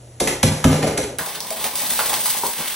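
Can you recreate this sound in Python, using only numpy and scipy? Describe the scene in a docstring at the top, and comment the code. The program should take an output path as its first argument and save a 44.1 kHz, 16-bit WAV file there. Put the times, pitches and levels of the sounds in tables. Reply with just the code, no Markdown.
"""Paste and a pour in a shower stall

Inside a tiled shower, heard through a closely spaced microphone pair. In slow motion, lumps of thick
paste splat on the pebble floor, pop pockets of air and set the stall booming over a faint rush and hum.
Then, at normal speed, a thin stream lands in the paste and swells to a pour: its droplets hiss and
splash, the puddle gurgles, bubbles ring, and the nearby tiles echo it all."""
import sys
import numpy as np
from scipy import signal
from scipy.fft import rfft, irfft
from scipy.io import wavfile

SR = 44100
rng = np.random.default_rng(int(sys.argv[2]) if len(sys.argv) > 2 else 0)


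def inscribe(sig):
    """Save sig as 16-bit PCM at rate SR to the path in sys.argv[1].

    A 1-D sig is mono; a 2-D sig holds one channel per row.
    Samples are clipped to [-1, 1] before scaling.
    """
    pcm = np.round(np.clip(np.atleast_2d(sig).T, -1, 1) * 32767)
    wavfile.write(sys.argv[1], SR, pcm.astype(np.int16))


N = 121275
TIME = np.arange(N) / SR
SLOW_SPEED, CUT_S = .665, 1.184  # the slow motion: its speed and its end

# Lumps landing (time [s], rise [s], fade [s], thud [dB], squelch [dB], slap [dB], spray [dB])
LUMPS = [(0.1989, 0.0041, 0.021, -26.5, -18, -25, -14), (0.271, 0.0051, 0.018, -29.5, -24.5, -20, -15),
         (.428, 0.0029, 0.0078, -11.5, -12.5, -12, -6.5), (0.485, 0.031, 0.19, -36, -33.5, -37, -31.5),
         (0.64, 0.0032, 0.0049, -5.5, -11.5, -13.5, -8), (0.695, 0.032, 0.044, -28, -22, -27, -23.5),
         (0.82, 0.012, 0.014, -22.5, -17, -22, -23), (.862, 0.0136, 0.02, -24.5, -27, -25.5, -24),
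         (.972, 0.005, 0.014, -26, -20, -23.5, -17), (1.032, 0.0088, 0.0043, -48, -51, -28.5, -24.5),
         (1.083, 0.024, 0.0074, -43, -30.5, -47, -60)]
THUD_LAG_S, THUD_PULSE_S, THUD_FADE_S, BOOM_DB = .00526, .0012, .022, 24
SQUELCH_LAG_S, SQUELCH_STRETCH = .005, 1.34
# Air pockets popping under the lumps, and the ringing of two slaps (time [s], pitch [Hz], level [dB])
PASTE_POCKETS = [(.205, 340, -17), (.208, 489.5, -20), (.273, 2350, -13), (.641, 1483, -11.5),
                 (.838, 530.3, -17), (.866, 643.6, -17), (.985, 524.3, -18)]
# Spectra of the four parts of a splat (frequency [Hz], relative level [dB])
THUD_TONE = [(25, -26), (55, -3), (115, 0), (290, -5.5), (700, -51.5)]
SQUELCH_TONE = [(80, -15), (260, -0.5), (560, 3.5), (1000, -9), (2000, -76.5)]
SLAP_TONE = [(300, -29), (800, -3.5), (2300, -2.5), (4200, -11.5), (7000, -41)]
SPRAY_TONE = [(1000, -16.5), (5000, -7), (8000, -5.5), (10300, -2), (11200, -4.5), (12200, -15),
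              (15000, -87)]

# Strength of the stream (time [s], hiss [dB], splash [dB], gurgle [dB])
POUR_FLOW = [(1.185, -24.5, -38, -33), (1.30, -27.5, -39, -41), (1.365, -29.5, -34.5, -35.5),
             (1.40, -33.5, -45, -40.5), (1.60, -23, -35.5, -34.5), (1.65, -18, -31, -35),
             (1.701, -27, -37.5, -36), (1.75, -24, -37, -38), (1.78, -18.5, -33, -35.5),
             (2.01, -15.5, -29.5, -38), (2.09, -19.5, -31, -31.5), (2.142, -13.5, -24.5, -29.5),
             (2.22, -19.5, -35.5, -39.5), (2.29, -16, -32.5, -38.5), (2.35, -19.5, -31, -40),
             (2.40, -21, -43, -39), (2.47, -20, -33.5, -34), (2.55, -26.5, -38, -47.5),
             (2.615, -22, -32.5, -30), (2.66, -25.5, -34.5, -41.5), (2.71, -22.5, -32.5, -43.5)]
# Gouts hitting the puddle with a crack and a short spray (time [s], hiss [dB], splash [dB])
POUR_GOUTS = [(1.185, -20, -30.5), (1.404, -24, -53), (1.505, -19.5, -37.5), (1.615, -22, -37),
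              (1.642, -18, -26), (1.7547, -14, -42), (1.99, -20, -23.5), (2.309, -27, -34),
              (2.465, -15.5, -47)]
GOUT_RISE_S, GOUT_FADE_S, CRACK_FADE_S, CRACK_DB = .0004, .0066, .0014, 3
# Air pockets closing in the puddle; the tiniest tick (time [s], pitch [Hz], level [dB])
POUR_POCKETS = [(1.186, 10500, -15), (1.19, 1554, -20), (1.269, 859, -26.5), (1.404, 5445, -16),
                (1.509, 657, -22.5), (1.652, 667, -26.5), (1.99, 1129, -14), (1.998, 1612, -26),
                (2.002, 620.4, -27), (2.101, 670, -26.5), (2.128, 1021, -20), (2.256, 992, -24.5),
                (2.346, 1000, -24.5), (2.433, 978, -14.5), (2.435, 543.7, -25.5)]
# Spectra of the three parts of the pour (frequency [Hz], relative level [dB])
HISS_TONE = [(500, -52), (1500, -13), (4000, -3.5), (12000, 1), (15000, 6.5)]
SPLASH_TONE = [(400, -8.5), (1100, -4), (1600, 5), (3400, 6.5), (5000, 2), (9000, -11)]
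GURGLE_TONE = [(25, -36), (80, -2.5), (420, -7), (700, -1), (1080, -1), (1450, -25), (2500, -29)]
FLUTTER_DB, CHURN_DB = 3, 2.95  # depth of the random level swings

POP_DB, FIZZ_DB = -11.5, -7  # small bubbles in the paste and in the pour
PLOP_CYCLES, BUBBLE_CYCLES = 6.74, 5  # decay times, in periods
BUBBLE_GLIDE, PLOP_WAVER = .07, .21  # as shares of the pitch

# Standing waves of the stall at normal speed (frequency [Hz], level [dB], 60 dB decay [s])
STALL_MODES = [(141, 0, .25), (231, 7, .36), (331, 0, .27), (417, -2, .2), (546, 1, .3), (643, -3, .3),
               (772, 0, .35), (965, 3, .36)]
# Echo off the tiles at normal speed (frequency [Hz], 60 dB decay [s])
TILE_DECAY = [(170, .16), (500, .38), (3000, .32), (15000, .27)]
DIRECT_DB, ECHO_DB, MODES_DB = -2.5, -3.5, -2.5
FIRST_ECHO_S, ECHOES_PER_S = .0014, 4000
# Microphone pair at normal speed (frequency [Hz], left phase lead [rad], likeness [0-1])
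MIC_PAIR = [(150, 0, .997), (600, 0, .98), (1200, -.1, .9), (1650, -.2, .6), (2800, 0, .99),
            (4300, .5, .55), (6400, .7, .5), (7300, 3.14, .88), (7800, 4.8, .62), (8450, 6.28, .997),
            (9500, 6.28, .99), (10000, 7, .75), (11600, 8.2, .78), (13500, 9.4, .998), (15700, 10.3, .78)]
# Room tone under the paste (frequency [Hz], relative level [dB])
AIR_TONE = [(25, -18), (70, 5.5), (120, -10), (600, -8), (1200, -23.5), (5000, -25.5), (10300, -17.5),
            (13000, -44)]
AIR_DB, HUM_HZ, HUM_DB = -45.5, 120.8, -44


def paste():
    """Each lump slaps the floor, throws spray, squeezes out air and thuds, setting the stall booming."""
    push, thud, squelch, slap, spray = np.zeros((5, N))
    for s, rise, fade, thud_db, squelch_db, slap_db, spray_db in LUMPS:
        age = np.maximum(TIME - s - rise - THUD_LAG_S, 0) / THUD_PULSE_S
        push += amp(thud_db) * (age > 0) * (1 - age) * np.exp(-age)  # one pressure pulse
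        thud += amp(thud_db) * burst(s + THUD_LAG_S, rise + THUD_PULSE_S, THUD_FADE_S)
        squelch += amp(squelch_db) * burst(s + SQUELCH_LAG_S, rise, fade * SQUELCH_STRETCH)
        slap += amp(slap_db) * burst(s, rise, fade)
        spray += amp(spray_db) * burst(s, rise, fade)
    layers = [(thud, THUD_TONE), (squelch, SQUELCH_TONE), (slap, SLAP_TONE), (spray, SPRAY_TONE)]
    splats = sum(colour(level * droplets(per_s=5000, spread_db=3.5), tone) for level, tone in layers)
    splats += amp(POP_DB) * bubbles(squelch, per_s=310, low_hz=275.6, high_hz=727)
    splats += amp(POP_DB) * bubbles(slap, per_s=310, low_hz=1204, high_hz=2450)
    boom = amp(BOOM_DB) * signal.fftconvolve(push, standing_waves(SLOW_SPEED))[:N]
    return stall(splats + plops(PASTE_POCKETS), SLOW_SPEED) + boom


def pour():
    """The stream breaks into droplets that hiss and splash, and churns the puddle."""
    times, *levels = np.transpose(POUR_FLOW)
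    hiss, splash, gurgle = (amp(np.interp(TIME, times, db)) * (TIME > CUT_S) for db in levels)
    flutter = unit(amp(FLUTTER_DB * wander(hz=47)))
    hiss *= flutter
    splash *= flutter
    gurgle *= unit(amp(CHURN_DB * wander(hz=30)))
    for s, hiss_db, splash_db in POUR_GOUTS:
        crack = amp(CRACK_DB) * burst(s, GOUT_RISE_S, CRACK_FADE_S)
        hit = crack + burst(s, GOUT_RISE_S, GOUT_FADE_S)
        hiss += amp(hiss_db) * hit
        splash += amp(splash_db) * hit
    layers = [(hiss, HISS_TONE), (splash, SPLASH_TONE), (gurgle, GURGLE_TONE)]
    stream = sum(colour(level * droplets(per_s=4000, spread_db=2.5), tone) for level, tone in layers)
    fizz = amp(FIZZ_DB) * bubbles(splash, per_s=800, low_hz=914, high_hz=4164)
    return stall(stream + fizz + plops(POUR_POCKETS), speed=1)


def droplets(per_s, spread_db):
    """Droplets click at random moments, many small and a few large."""
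    size = amp(spread_db * np.minimum(rng.exponential(1, N), 4))
    polarity = rng.choice([-1, 1], N)
    lands = rng.random(N) < per_s / SR
    return unit(size * polarity * lands)


def plops(pockets):
    """A pocket of air or a struck slap swells and rings for a few uneven cycles, rising a little in pitch."""
    out = np.zeros(N)
    for s, hz, db in pockets:
        fade = PLOP_CYCLES / hz
        glide = BUBBLE_GLIDE * (np.clip((TIME - s) / fade, 0, 2) - 1)
        pitch = hz * (1 + glide + PLOP_WAVER * wander(hz / 2))
        tone = np.sin(2 * np.pi * np.cumsum(pitch) / SR)
        out += amp(db) * burst(s, fade / 2, fade) * unit(tone)
    return out


def bubbles(level, per_s, low_hz, high_hz, sizes=24):
    """Bubbles of many sizes burst at random, each a short ring that rises in pitch."""
    t, out = TIME[:SR // 10], np.zeros(N)
    for hz in np.geomspace(low_hz, high_hz, sizes):
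        age = t * hz / BUBBLE_CYCLES
        pitch = hz * (1 + BUBBLE_GLIDE * np.minimum(age, 2))
        ring = np.exp(-age) * np.sin(2 * np.pi * np.cumsum(pitch) / SR)
        pops = level * droplets(per_s / sizes, spread_db=2)
        out += signal.oaconvolve(pops, ring / np.linalg.norm(ring))[:N]
    return out / np.sqrt(sizes)


def stall(x, speed):
    """What reaches the microphones: direct sound, dense echoes off the tiles and standing waves."""
    t = TIME[:SR]
    reflections = rng.standard_normal((2, SR)) * (rng.random((2, SR)) < ECHOES_PER_S / SR)
    reflections *= t > FIRST_ECHO_S / speed
    hz, delay, bands = signal.stft(reflections, SR, nperseg=256)
    t60 = read(TILE_DECAY, hz / speed)[:, None] / speed
    echo = signal.istft(bands * np.exp(-np.log(1000) * delay / t60), SR)[1][:, :SR]
    echo *= amp(ECHO_DB) / np.linalg.norm(echo, axis=1, keepdims=True)
    mid = echo[0] + amp(DIRECT_DB) * (t == 0) + amp(MODES_DB) * standing_waves(speed)
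    side = echo[1] * np.hypot(1, amp(DIRECT_DB - ECHO_DB))  # as strong as direct sound plus echo
    return mic_pair(signal.fftconvolve(x, mid)[:N], signal.fftconvolve(x, side)[:N], speed)


def standing_waves(speed):
    """The air between the walls rings after a click, lower and longer in slow motion."""
    t, ring = TIME[:SR], 0
    for hz, db, t60 in STALL_MODES:
        damping = np.log(1000) * speed / t60
        envelope = amp(db) * 2 * damping / SR * np.exp(-damping * t)
        ring += envelope * np.cos(2 * np.pi * hz * speed * t)
    return ring


def mic_pair(mid, side, speed):
    """Two unrelated signals become left and right, their likeness and phase varying with frequency."""
    hz = np.fft.rfftfreq(2 * N, 1 / SR) / speed
    lead, likeness = read(MIC_PAIR, hz), np.clip(read(MIC_PAIR, hz, column=2), 0, 1)
    common = rfft(mid, 2 * N) * np.sqrt((1 + likeness) / 2)
    apart = rfft(side, 2 * N) * np.sqrt((1 - likeness) / 2)
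    return irfft([common + apart, (common - apart) * np.exp(-1j * lead)])[:, :N]


def room_tone():
    """A faint rush of air and a low hum in the background."""
    mid, side = (colour(rng.standard_normal(N), AIR_TONE) for _ in range(2))
    hum = unit(np.sin(2 * np.pi * HUM_HZ * TIME))
    return amp(AIR_DB) * mic_pair(mid, side, SLOW_SPEED) + amp(HUM_DB) * hum


def burst(s, rise, fade):
    """Straight attack from time s, then an exponential release."""
    t = TIME - s
    return np.clip(t / rise, 0, 1) * np.exp(-np.maximum(t - rise, 0) / fade)


def wander(hz):
    """Random motion, mostly slower than the given rate."""
    rolloff = 1 + (np.fft.rfftfreq(N, 1 / SR) / hz) ** 2
    return unit(irfft(rfft(rng.standard_normal(N)) / rolloff, N))


def colour(x, spectrum, size=4096):
    """Shapes a sound with a minimum-phase filter of unit energy."""
    hz = abs(np.fft.fftfreq(size, 1 / SR))
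    log_gain = np.log(amp(read(spectrum, hz)))
    response = np.exp(np.conj(signal.hilbert(log_gain)))
    taps = np.fft.ifft(response).real[:size // 2]
    return signal.fftconvolve(x, taps / np.linalg.norm(taps))[:N]


def read(table, hz, column=1):
    """One column of a table, interpolated on a log-frequency axis."""
    rows = np.array(table, float)
    return np.interp(np.log(hz + 1), np.log(rows[:, 0] + 1), rows[:, column])


def amp(db):
    """Decibels to gain."""
    return 10 ** (np.asarray(db) / 20)


def unit(x):
    """Scales to an rms of one."""
    return x / np.sqrt(np.mean(x ** 2) + 1e-20)


def scene():
    """Paste and room tone, cut off where the pour begins."""
    before_cut = np.clip((CUT_S - TIME) / .005 + 1, 0, 1)
    return (paste() + room_tone()) * before_cut + pour()


def record(dry, cutoff_hz=15850):
    """After the microphones, the loudest peaks are rounded off and the top treble is cut."""
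    rounded = dry / (1 + dry ** 6) ** (1 / 6)
    lowpass = signal.firwin(511, cutoff_hz, window=("kaiser", 8), fs=SR)
    return signal.oaconvolve(rounded, lowpass[None], "same")


dry = scene()
out = record(dry)
inscribe(out)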